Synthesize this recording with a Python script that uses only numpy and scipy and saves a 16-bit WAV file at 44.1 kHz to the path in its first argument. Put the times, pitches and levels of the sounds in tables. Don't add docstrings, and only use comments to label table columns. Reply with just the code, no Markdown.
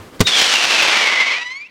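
import sys
import numpy as np
from scipy import signal
from scipy.fft import rfft, irfft, next_fast_len
from scipy.io import wavfile
from scipy.ndimage import uniform_filter1d, map_coordinates

SR = 44100
rng = np.random.default_rng(int(sys.argv[2]) if len(sys.argv) > 2 else 0)


def file_out(sig):
    cols = np.atleast_2d(sig).T
    lim = np.clip(cols, -1, 1)
    pcm = np.round(lim * 32767).astype(np.int16)
    wavfile.write(sys.argv[1], SR, pcm)


def attenuation_scalar(level_db):
    decades = np.asarray(level_db, float) / 20
    return 10 ** decades


N = 74970

# [f/Hz, level/dB]
NIGHT_SPECTRUM = [(15, -40), (25, -15.5), (246, -6.5), (378, -8), (445, -8), (804, -16), (945, -15.5),
                  (1240, -15.5), (15500, -39)]
# [f/Hz, t60/s]
FIELD_DECAY = [(100, 0.23), (1000, 1), (3000, 1), (10000, 0.4)]
# [f/Hz, level/dB, t60/s]
TUBE_MODES = [(96, -15, 0.11), (262, -1, 0.042), (423, -7, 0.057), (998, -11, 0.022), (1186, -15.5, 0.048)]
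# [t/s, level/dB, t60/s]
FLAME_PUFFS = [
    (.195, -29, 0.14),
    (0.2048, -5, 0.059),
    (.2125, -15, 0.047),
]
# [f/Hz, level/dB]
FLAME_SPECTRUM = [(100, 6), (400, -1.5), (1500, -7), (4000, -7.5), (8000, -16.5), (15000, -42)]
# [t/s, pitch f/Hz, tone level/dB, sputter level/dB, alternation/0-1, chaos/0-1]
STAR_FLIGHT = [(.246, 3896, -35, -60, 0, 0.45), (.262, 3815, -18, -35, 0, 0.4),
               (.272, 3655, -18, -14.5, 0, 0.67), (.31, 3443, -20.5, -20, 0.1, 1.06),
               (.345, 3395, -16, -18, 0, 0.84), (.41, 3251, -22.5, -13.5, 0.3, 0.88),
               (.5, 2960, -33, -16, 0, 0.86), (.56, 2830, -19.5, -17, 0, 0.98),
               (.66, 2747, -29.5, -17.5, 0, 0.91), (.8, 2626, -20, -14.5, 0.07, 0.88),
               (.92, 2400, -27, -14.5, 0.11, 0.91), (1.05, 2258, -19, -16, 0.3, 0.79),
               (1.15, 2191, -24.5, -19, 0.42, 0.68), (1.25, 2194, -24, -22.5, 0.37, 0.61),
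               (1.33, 2250, -21, -21, 0.33, 0.55), (1.385, 2422, -30.5, -28.5, 0.43, 0.72),
               (1.435, 2702, -34, -33.5, 0.4, 0.65), (1.455, 2820, -73, -48, 0.06, .6)]
# [t/s, gain level/dB, half width/s]
STAR_FLARES = [(.285, 2, .015), (.39, 2.5, 0.025), (0.537, 4.5, 0.012), (0.646, 5.5, 0.0091),
               (.72, 2, 0.013), (.84, 0.5, 0.014), (.9, 1, 0.016), (.99, 1, 0.013), (1.12, 0, .012),
               (1.214, 5.5, 0.0092), (1.305, 0, .012)]
# [t/s, pitch f/Hz, tone level/dB, sputter level/dB, alternation/0-1, chaos/0-1]
FRAGMENT_FLIGHT = [
    (.88, 2151, -27, -31, 0.19, 0.72),
    (.98, 1996, -29, -26.5, 0.1, 0.74),
    (1.21, 2063, -16.5, -28, 0.8, 0.54),
    (1.33, 2008, -31, -26.5, 0.27, 0.54),
    (1.41, 1927, -36.5, -32.5, 0.62, 0),
    (1.49, 1989, -32, -33.5, .6, 0.08),
    (1.58, 2235, -39.5, -35, 0.17, 0.01),
    (1.635, 2405, -33.5, -45.5, 0.14, 0.13),
    (1.675, 2780, -46, -53, 0, 0.14),
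]
# [f/Hz, level/dB]
PULSE_SPECTRUM = [(60, -51.5), (200, -10), (500, -3), (1500, -4), (3000, 0.5), (6000, -6), (10000, -22),
                  (15000, -38.5)]
# [f/Hz, level/dB]
DISTANCE_LOSS = [(2500, 2), (6000, -6), (15000, -20)]


def unit(x):
    return x / np.sqrt(np.mean(x ** 2) + 1e-20)


def along(points, hz):
    f, value = np.transpose(points)
    return np.interp(np.log(hz + 1), np.log(f + 1), value)


def wobble(rate):
    return map_coordinates(rng.standard_normal(1000), [np.arange(N) * rate / SR])


def coloured(x, spectrum):
    size = next_fast_len(N + SR // 4)
    gain = attenuation_scalar(along(spectrum, np.fft.rfftfreq(size, 1 / SR)))
    cepstrum = irfft(np.log(gain), size)
    cepstrum[1:size // 2] *= 2
    cepstrum[size // 2 + 1:] = 0
    response = np.exp(rfft(cepstrum))
    return irfft(rfft(x, size) * response, size)[:N]


def impulses(at, size):
    k = np.floor(at)[:, None] + np.arange(-7, 9)
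    offset = k - at[:, None]
    shape = np.sinc(offset) * np.cos(np.pi * offset / 16) ** 2
    place = np.clip(k, 0, N - 1).astype(int)
    return np.bincount(place.ravel(), (shape * size[:, None]).ravel(), N)


def earlier_echoes():
    t = np.arange(N) / SR
    wash_db = -39.5 - 11 * t + 1.4 * wobble(33)
    wash = unit(coloured(rng.standard_normal(N), NIGHT_SPECTRUM)) * attenuation_scalar(wash_db)
    boom = attenuation_scalar(-34.5 - 60 * t / 0.23) * np.sin(2 * np.pi * 97 * t)
    return wash + boom


def field_echoes(x):
    delay_s = .025
    hz, t, z = signal.stft(rng.standard_normal(SR), SR, nperseg=256)
    decay = attenuation_scalar(-60 * t / along(FIELD_DECAY, hz)[:, None])
    tail = signal.istft(z * decay, SR, nperseg=256)[1]
    late = np.pad(x, (int(delay_s * SR), 0))
    return signal.fftconvolve(late, tail / np.linalg.norm(tail))[:N]


def muzzle_flame():
    t = np.arange(N) / SR
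    level = 0
    for start, db, t60 in FLAME_PUFFS:
        level = level + (t > start) * attenuation_scalar(db - 60 * np.maximum(t - start, 0) / t60)
    return level * unit(coloured(rng.standard_normal(N), FLAME_SPECTRUM))


def lift_charge():
    pop_s, blast_s, crack_t60 = .2102, 0.00067, 0.0069
    t = np.arange(N) / SR
    u = np.maximum(t - pop_s, 0)
    kick = -attenuation_scalar(-6) * (1 - u / blast_s) * np.exp(-u / blast_s)
    ring = sum(attenuation_scalar(db - 60 * u / t60) * np.sin(2 * np.pi * hz * u) for hz, db, t60 in TUBE_MODES)
    crack = attenuation_scalar(-3.5 - 60 * u / crack_t60) * rng.standard_normal(N)
    return (t > pop_s) * (kick + ring + crack)


def whistler(flight, tone_swing_db, sputter_swing_db):
    waver, flutter_swing_db, jitter, scatter_db = .045, 2.5, 0.44, 4
    leave_s, far_s = 0.39, 1.42
    t = np.arange(N) / SR
    s, *columns = np.transpose(flight)
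    hz, tone_db, sputter_db, alternation, chaos = [np.interp(t, s, c) for c in columns]
    alternation, chaos = np.clip(alternation, 0, 1), np.clip(chaos, 0, 1)
    burning = (t > s[0]) & (t < s[-1])

    cycles = np.cumsum(hz * (1 + waver * chaos * wobble(120))) / SR
    flutter_db = flutter_swing_db * chaos * wobble(140)
    tone = np.sqrt(2) * np.cos(2 * np.pi * cycles) * attenuation_scalar(tone_db + tone_swing_db + flutter_db)

    k = np.arange(1, int(cycles[-1]))
    luck = rng.standard_normal((N // 8, 2))[:len(k)]
    at = np.interp(k, cycles, np.arange(N))
    i = at.astype(int)
    strong_weak = 1 + alternation[i] * (-1.) ** k
    size = attenuation_scalar(scatter_db * chaos[i] * luck[:, 0]) * strong_weak
    shift = jitter * chaos[i] * luck[:, 1] * SR / hz[i]
    near = coloured(impulses(at + shift, size), PULSE_SPECTRUM)
    far = coloured(near, DISTANCE_LOSS)
    share = np.clip((t - leave_s) / (far_s - leave_s), 0, 1)
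    sputter = (1 - share) * near + share * far
    sputter = sputter / np.sqrt(np.abs(uniform_filter1d(sputter ** 2, SR // 20)) + 1e-12)
    sputter = sputter * attenuation_scalar(sputter_db + sputter_swing_db + .5 * flutter_db)
    return burning * (tone + sputter)


def spinning_fragment():
    spin_hz, facing_s = 20.36, 1.47
    t = np.arange(N) / SR
    spin = np.cos(2 * np.pi * spin_hz * (t - facing_s))
    return whistler(FRAGMENT_FLIGHT, 1.5 * spin, 4 * spin)


def screaming_star():
    t = np.arange(N) / SR
    flare_db = sum(db * np.exp(-.5 * ((t - s) / width) ** 2) for s, db, width in STAR_FLARES)
    return whistler(STAR_FLIGHT, .5 * flare_db, flare_db)


def scene():
    shot = muzzle_flame() + lift_charge() + spinning_fragment() + screaming_star()
    mix = earlier_echoes() + attenuation_scalar(-20) * field_echoes(shot) + shot
    return mix[None]


def top_cut(x):
    return signal.sosfilt(signal.butter(12, 16130, fs=SR, output="sos"), x)


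def record(dry):
    top, knee = 1.0, 7
    clipped = dry / (1 + np.abs(dry / top) ** knee) ** (1 / knee)
    return top_cut(clipped)


dry = scene()
out = record(dry)
file_out(out)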